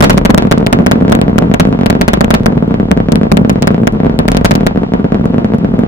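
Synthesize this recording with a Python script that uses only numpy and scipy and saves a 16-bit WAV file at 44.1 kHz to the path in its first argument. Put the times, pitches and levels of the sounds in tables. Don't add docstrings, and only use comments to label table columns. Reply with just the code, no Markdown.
import sys
import numpy as np
from scipy import signal
from scipy.fft import rfft, irfft
from scipy.io import wavfile
from scipy.ndimage import uniform_filter1d

SR = 44100
rng = np.random.default_rng(int(sys.argv[2]) if len(sys.argv) > 2 else 0)


def file_out(sig):
    cols = np.atleast_2d(sig).T
    lim = np.clip(cols, -1, 1)
    pcm = np.round(lim * 32767).astype(np.int16)
    wavfile.write(sys.argv[1], SR, pcm)


N = 258867
FRONT_SAMPLES = 1600

# t/s, pressure jump/dB, rise time/ms
SHOCKS = [(.0063, 26.5, 0.11), (.025, 29, 0.041), (0.032, 18, .062), (.039, 28.5, .0084), (0.046, 22, 0.83),
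          (0.0503, 14, .073), (0.0969, 29.5, 0.017), (.118, 15.5, .21), (0.1433, 27, .45),
          (0.171, 18.5, 0.099), (0.1765, 24, 0.13), (.214, 15, 0.1), (0.2509, 23, 0.041),
          (.2557, 21.5, 0.059), (0.2949, 29.5, 0.41), (0.2982, 26, 0.35), (0.3044, 23, 0.097),
          (0.3411, 25.5, 0.26), (0.3457, 26, 0.22), (0.3775, 24.5, 0.028), (.384, 15.5, .066),
          (.3987, 11, .19), (0.4236, 17.5, 0.047), (.451, 23.5, .23), (0.4724, 15.5, 0.11),
          (.5126, 24, 0.031), (0.5197, 23, 0.058), (0.5398, 20, 0.25), (.5521, 13, .4), (.5763, 22.5, 0.16),
          (0.5995, 16, 0.18), (.6128, 16.5, 0.18), (0.6281, 18, 0.15), (0.6648, 22, 0.085),
          (0.7276, 27.5, .057), (0.7304, 19, .24), (0.7475, 21, 0.43), (0.7704, 16, .2), (0.7889, 20, .1),
          (.7995, 22, 0.41), (0.8049, 20, .2), (0.8633, 25, 0.064), (0.8785, 17, 0.32), (0.9032, 12, 0.55),
          (.9134, 25.5, 0.045), (0.9325, 21.5, 0.34), (.9571, 19.5, 0.19), (0.99, 18, 0.62),
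          (1.0112, 18.5, 0.15), (1.0228, 22.5, 0.25), (1.0261, 21, 0.72), (1.0378, 19.5, .76),
          (1.0501, 18.5, .14), (1.081, 19.5, 0.086), (1.095, 19, 0.12), (1.1117, 16, .1),
          (1.121, 27.5, 0.071), (1.1472, 16, 0.16), (1.1512, 19.5, 0.065), (1.1686, 17, 0.54),
          (1.178, 14, 0.31), (1.1903, 19, 0.13), (1.2151, 22, 0.074), (1.2356, 18, 0.35),
          (1.2811, 20, 0.12), (1.2963, 16, 0.15), (1.3301, 16.5, 0.21), (1.3586, 21, 0.27),
          (1.3821, 28.5, 0.24), (1.4234, 18.5, 0.089), (1.4462, 15.5, 0.3), (1.4787, 18, 1),
          (1.4979, 28, 0.84), (1.515, 19.5, 0.11), (1.5397, 24, 0.089), (1.598, 26.5, 0.033),
          (1.6203, 27, 1), (1.6527, 19, 0.077), (1.6725, 21.5, 0.27), (1.708, 15, .4), (1.7273, 15, 0.066),
          (1.7484, 13.5, .2), (1.771, 10, .3), (1.7904, 14.5, 0.091), (1.8117, 19, 0.091),
          (1.834, 18, 0.096), (1.8601, 22, 0.054), (1.9, 23.5, 0.059), (1.91, 17.5, 0.22),
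          (1.9279, 15, 0.062), (1.952, 18.5, 0.09), (1.9656, 15, .2), (2.0073, 15.5, 0.27),
          (2.0124, 23.5, 0.034), (2.0275, 19, 0.7), (2.045, 14, 0.78), (2.08, 26, 0.04), (2.134, 25, 0.045),
          (2.174, 13, 0.096), (2.1789, 23.5, .84), (2.208, 28.5, 0.14), (2.241, 15, 0.074),
          (2.2449, 22, 0.16), (2.281, 14, 0.12), (2.3053, 26, 0.049), (2.3363, 20, 0.17),
          (2.3411, 25, 0.026), (2.3538, 17, 0.17), (2.4055, 22.5, 0.49), (2.4392, 13, .44),
          (2.4597, 26, 0.093), (2.4818, 22.5, .35), (2.5029, 13, 0.24), (2.5243, 11, 0.084),
          (2.557, 16, 0.49), (2.5696, 32, 1), (2.5778, 13, 0.08), (2.6251, 22.5, 0.24), (2.644, 12, 0.35),
          (2.6783, 22.5, 0.47), (2.709, 15.5, 0.13), (2.7202, 12, .15), (2.742, 17, 0.081),
          (2.7756, 17, 0.8), (2.7993, 20, .13), (2.8545, 14.5, 0.26), (2.886, 12.5, 0.18), (2.91, 19, 0.13),
          (2.9147, 23.5, 0.11), (2.925, 20.5, 0.33), (2.9668, 16, 0.22), (2.9745, 20.5, 0.1),
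          (3.0026, 20.5, 0.13), (3.0861, 21, 0.13), (3.12, 23, 0.14), (3.1326, 21.5, 0.29),
          (3.1523, 19, 0.33), (3.157, 19.5, 0.056), (3.1865, 24.5, 1), (3.2136, 21, 0.17),
          (3.2332, 18.5, 0.088), (3.2544, 15, 0.18), (3.2684, 16, 0.18), (3.3169, 31, 0.3),
          (3.3299, 22, .56), (3.3352, 23, .76), (3.3407, 14, 0.13), (3.3588, 17, 0.66), (3.3706, 24, 0.11),
          (3.39, 17, 0.21), (3.3945, 22.5, 0.4), (3.4138, 31, 0.92), (3.4486, 20, 0.13), (3.4761, 16, 0.35),
          (3.4958, 24, 0.069), (3.5153, 24.5, 0.62), (3.5303, 23, 1), (3.5578, 17, .11), (3.5815, 14, .27),
          (3.6232, 20, 0.0357), (3.643, 17.5, 0.23), (3.6726, 24.5, .058), (3.6899, 14, 0.57),
          (3.7059, 22, 0.17), (3.7149, 20, 0.48), (3.7452, 18.5, 0.095), (3.7802, 14.5, 0.11),
          (3.816, 21, 0.48), (3.8249, 19.5, 0.61), (3.834, 20, 0.22), (3.8714, 25.5, .11),
          (3.924, 20, 0.93), (3.934, 16.5, 0.33), (3.9496, 10, 0.12), (3.9576, 15, 0.31),
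          (4.0023, 19, 0.13), (4.0337, 18.5, 0.17), (4.0477, 15, 0.095), (4.059, 17.5, 0.13),
          (4.0666, 19, 0.11), (4.0966, 17.5, .11), (4.1088, 16, .57), (4.1416, 14.5, 0.26),
          (4.1662, 17, .79), (4.19, 23.5, 0.067), (4.2025, 15, 0.11), (4.2549, 14.5, .12),
          (4.281, 22.5, 0.068), (4.3013, 21, .86), (4.3179, 17.5, 0.02), (4.3479, 18.5, 0.044),
          (4.3689, 21, 0.054), (4.3879, 16, 0.55), (4.413, 18, 0.14), (4.4466, 26.5, 0.012),
          (4.4567, 21.5, 0.12), (4.5097, 27, 0.074), (4.5286, 18.5, 0.29), (4.5531, 19.5, 0.045),
          (4.6084, 16.5, 0.082), (4.6326, 17.5, .16), (4.6659, 24, 0.054), (4.7596, 15, 0.12),
          (4.7744, 21.5, 0.16), (4.8195, 16, 0.29), (4.834, 15.5, 0.099), (4.886, 6, .36),
          (4.9206, 14.5, 0.15), (4.9368, 20.5, 0.087), (4.9521, 15.5, .17), (4.9969, 16, 0.19),
          (5.0168, 11, .39), (5.044, 20.5, .16), (5.0513, 17.5, .2), (5.1214, 22, 0.16),
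          (5.1453, 16, 0.071), (5.154, 15.5, 0.15), (5.2116, 15, 0.2), (5.2282, 15.5, 0.69),
          (5.2426, 13.5, 0.15), (5.2562, 23, .29), (5.3015, 19, 0.68), (5.3357, 15, 0.24),
          (5.3437, 17, .12), (5.3614, 15, 0.4), (5.3821, 20.5, 0.13), (5.419, 12, 0.23), (5.4275, 17, 0.65),
          (5.4457, 19.5, 0.099), (5.4536, 23, 0.9), (5.5023, 13, 0.2), (5.521, 14, 0.14),
          (5.5367, 16.5, .1), (5.5451, 24.5, 0.41), (5.584, 20, 0.67), (5.6362, 14, .3), (5.6465, 20, 0.14),
          (5.6667, 19, .98), (5.6892, 15, 0.32), (5.7112, 19, 0.75), (5.7342, 22, 1), (5.7393, 19.5, 0.24),
          (5.791, 23, 0.29), (5.8164, 18.5, 0.59), (5.8356, 19.5, 0.18)]


def shock_front(rise_ms, late_samples=0., fall_ms=5.8):
    t_ms = np.maximum(np.arange(FRONT_SAMPLES) - late_samples, 0) * 1000 / SR
    u = t_ms / max(rise_ms, .01)
    jump = 1 - (1 + u) * np.exp(-u)
    return -jump * np.exp(-t_ms / fall_ms)


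def shock_trains(rows, count):
    trains = np.zeros((count, N + FRONT_SAMPLES))
    for k, (t_s, jump_db, rise_ms) in enumerate(rows):
        i = int(t_s * SR)
        trains[k % count, i:i + FRONT_SAMPLES] += from_db(jump_db) * shock_front(rise_ms, t_s * SR - i)
    return trains[:, :N]


def lesser_fronts(roar_db, rate_hz=50, over_db=20, spread_db=5, rise_ms=.53, lull_s=.007):
    gap, size, rise = rng.standard_normal((600, 3)).T
    t_s = np.cumsum(np.exp(.5 * gap - .125) / rate_hz)
    to_shock_s = np.abs(np.array(SHOCKS)[:, :1] - t_s).min(axis=0)
    keep = (t_s < (N - 1) / SR) & (to_shock_s > lull_s)
    jump_db = roar_db[(t_s[keep] * SR).astype(int)] + over_db + spread_db * np.clip(size[keep], -2, 2)
    rises_ms = rise_ms * np.exp(.8 * np.clip(rise[keep], -1, 2))
    return list(zip(t_s[keep], jump_db, rises_ms))


def small_fronts(roar_db, rate_hz=280, over_db=10, spread_db=3, rise_ms=.11):
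    sizes = from_db(spread_db * np.minimum(rng.exponential(1, N), 2))
    impulses = sizes * (rng.random(N) < rate_hz / SR)
    train = signal.fftconvolve(impulses - impulses.mean(), shock_front(rise_ms))[:N]
    return from_db(roar_db + over_db) * unit_rms(train)


def hush_db(dip_db=-4.5, lead_s=.025, above_db=19.5, hop=32):
    big_s = np.array([t_s for t_s, jump_db, _ in SHOCKS if jump_db > above_db])
    ahead_s = big_s[:, None] - np.arange(0, N, hop) / SR
    depth = np.where(ahead_s > 0, np.exp(-ahead_s / lead_s), 0).max(axis=0)
    return np.repeat(dip_db * depth, hop)[:N]


def arrivals(fronts):
    # delay/ms, level/dB, low-pass corner/Hz
    left_paths = [(0, 0, 30000), (4.09, -6.2, 450), (6.1, -23.4, 1030), (9.4, -29.3, 1030),
                  (11.17, -38.8, 1030), (14.18, -37.7, 1030), (17.62, -29.4, 1030)]
    right_paths = [(.01, -1, 30000), (4.12, -15.5, 1500), (4.4, -10.7, 450), (5.49, -24.2, 1030),
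                   (7.83, -27.3, 1030), (8.71, -17, 1030), (10.36, -25.3, 1030), (11.83, -27.7, 1030),
                   (13.13, -25.6, 1030), (17.43, -22.2, 1030)]
    f_hz = np.fft.rfftfreq(4096, 1 / SR)
    ports = []
    for paths in (left_paths, right_paths):
        response = sum(from_db(db) * np.exp(-2j * np.pi * f_hz * ms / 1000) / (1 + 1j * f_hz / corner_hz)
                       for ms, db, corner_hz in paths)
        ports.append(signal.fftconvolve(fronts, irfft(response))[:N])
    return np.array(ports)


def scatter(trains, ground_echo_s=.00409, tail_db=-48, tail_t60_s=.2, near_over_db=4, near_t60_s=.055):
    # f/Hz, relative density/dB
    spectrum = [(100, -16), (250, -22), (600, -7.5), (1500, -8), (4000, -10.5), (12000, -21.5)]
    age_s = np.arange(6000) / SR - ground_echo_s
    noise = crossfeed(from_db(tail_db) * coloured_noise(spectrum, (len(trains), 2, 6000)), .42)
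    tail = noise * from_db(-60 * age_s / tail_t60_s)
    near = highpass(noise, 1940) * from_db(near_over_db - 60 * age_s / near_t60_s)
    responses = (tail + near) * (age_s > 0)
    return signal.fftconvolve(trains[:, None], responses, axes=2)[..., :N].sum(axis=0)


def rumble(contour_db, gain_db=-2.5, side_db=-15.5):
    # f/Hz, relative density/dB
    spectrum = [(12, -72), (20, -23), (40, 7.5), (75, -2.5), (91, -2), (118, -3), (130, -0.5), (170, -38.5),
                (290, -120)]
    mid, side = coloured_noise(spectrum, (2, N))
    return from_db(contour_db + gain_db) * (mid + from_db(side_db) * side * [[1], [-1]])


def diffuse_roar(dip_db, gain_db=-37):
    # f/Hz, relative density/dB
    spectrum = [(100, -48.5), (200, -14), (400, -13), (1000, -2), (3000, -4.5), (5500, -18), (9000, -34.5),
                (16500, -62.5)]
    return from_db(gain_db + dip_db) * crossfeed(coloured_noise(spectrum, (2, N)), .37)


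def bass_cuts(ports):
    # f/Hz, Q
    cuts = [(149, .83), (78, .31)]
    for f_hz, q in cuts:
        omega = 2 * np.pi * f_hz
        ports = signal.lfilter(*signal.bilinear([1, 0, 0], [1, omega / q, omega ** 2], SR), ports)
    return ports


def overload(x, knee=8., flip_depth=1.784, flip_lead=1, flip_share=.848):
    clipped = x / (1 + np.abs(x) ** knee) ** (1 / knee)
    drive = highpass(x, 93.5, order=2)
    beyond = np.minimum(-drive - flip_depth, flip_share * drive[::-1] - drive - flip_lead)
    return clipped + (1 - clipped) * np.clip(10 * beyond, 0, 1)


def preamp_noise(x, hiss_db=-70.5, fizz_db=-44, window_s=.0032):
    power = uniform_filter1d(x ** 2, int(window_s * SR))
    return (from_db(hiss_db) + from_db(fizz_db) * power) * crossfeed(rng.standard_normal(x.shape), .11)


def coloured_noise(spectrum, shape):
    f_hz, level_db = np.transpose(spectrum)
    bins_hz = np.maximum(np.fft.rfftfreq(shape[-1], 1 / SR), 1)
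    gain = from_db(np.interp(np.log(bins_hz), np.log(f_hz), level_db, right=-90))
    return unit_rms(irfft(rfft(rng.standard_normal(shape)) * gain, shape[-1]))


def highpass(x, f_hz, order=1):
    return signal.lfilter(*signal.butter(order, f_hz, "high", fs=SR), x)


def crossfeed(x, share):
    return x + share * x[..., ::-1, :]


def unit_rms(x):
    return x / np.sqrt(np.mean(x ** 2) + 1e-20)


def from_db(db):
    return 10 ** (np.asarray(db) / 20)


def scene():
    # t/s, weak-front level/dB, rumble level/dB
    contour = [(0.0, -4, -10), (.1, -9.5, -13.5), (0.3, -10.5, -15.5), (0.7, -8.5, -22), (1.1, -8, -24),
               (1.5, -8, -20), (1.9, -10, -21), (2.3, -12, -17.5), (2.6, -9, -23), (3.0, -13.5, -16.5),
               (3.5, -10.5, -23.5), (4.0, -12, -20), (4.45, -11, -15.5), (4.74, -11, -21.5),
               (5.3, -11, -25.5), (5.87, -9, -23)]
    t_s, *levels_db = np.transpose(contour)
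    roar_db, rumble_db = (np.interp(np.arange(N) / SR, t_s, db) for db in levels_db)
    dip_db = hush_db()
    trains = shock_trains(SHOCKS + lesser_fronts(roar_db), count=6)
    trains[0] += small_fronts(roar_db + dip_db)
    crackle = bass_cuts(arrivals(trains.sum(axis=0)) + scatter(trains))
    return crackle + rumble(rumble_db) + diffuse_roar(dip_db)


def record(dry, widen=.814, widen_hz=146, rail=.985, cutoff_hz=16400):
    wide = dry - widen * highpass(dry, widen_hz)[::-1]
    clipped = overload(wide / rail)
    coupled = highpass(rail * clipped + preamp_noise(clipped), f_hz=8)
    top_cut = signal.cheby2(12, 20, cutoff_hz, fs=SR, output="sos")
    limited = np.clip(signal.sosfilt(top_cut, coupled), -1, 1)
    return signal.sosfilt(top_cut, limited)


dry = scene()
out = record(dry)
file_out(out)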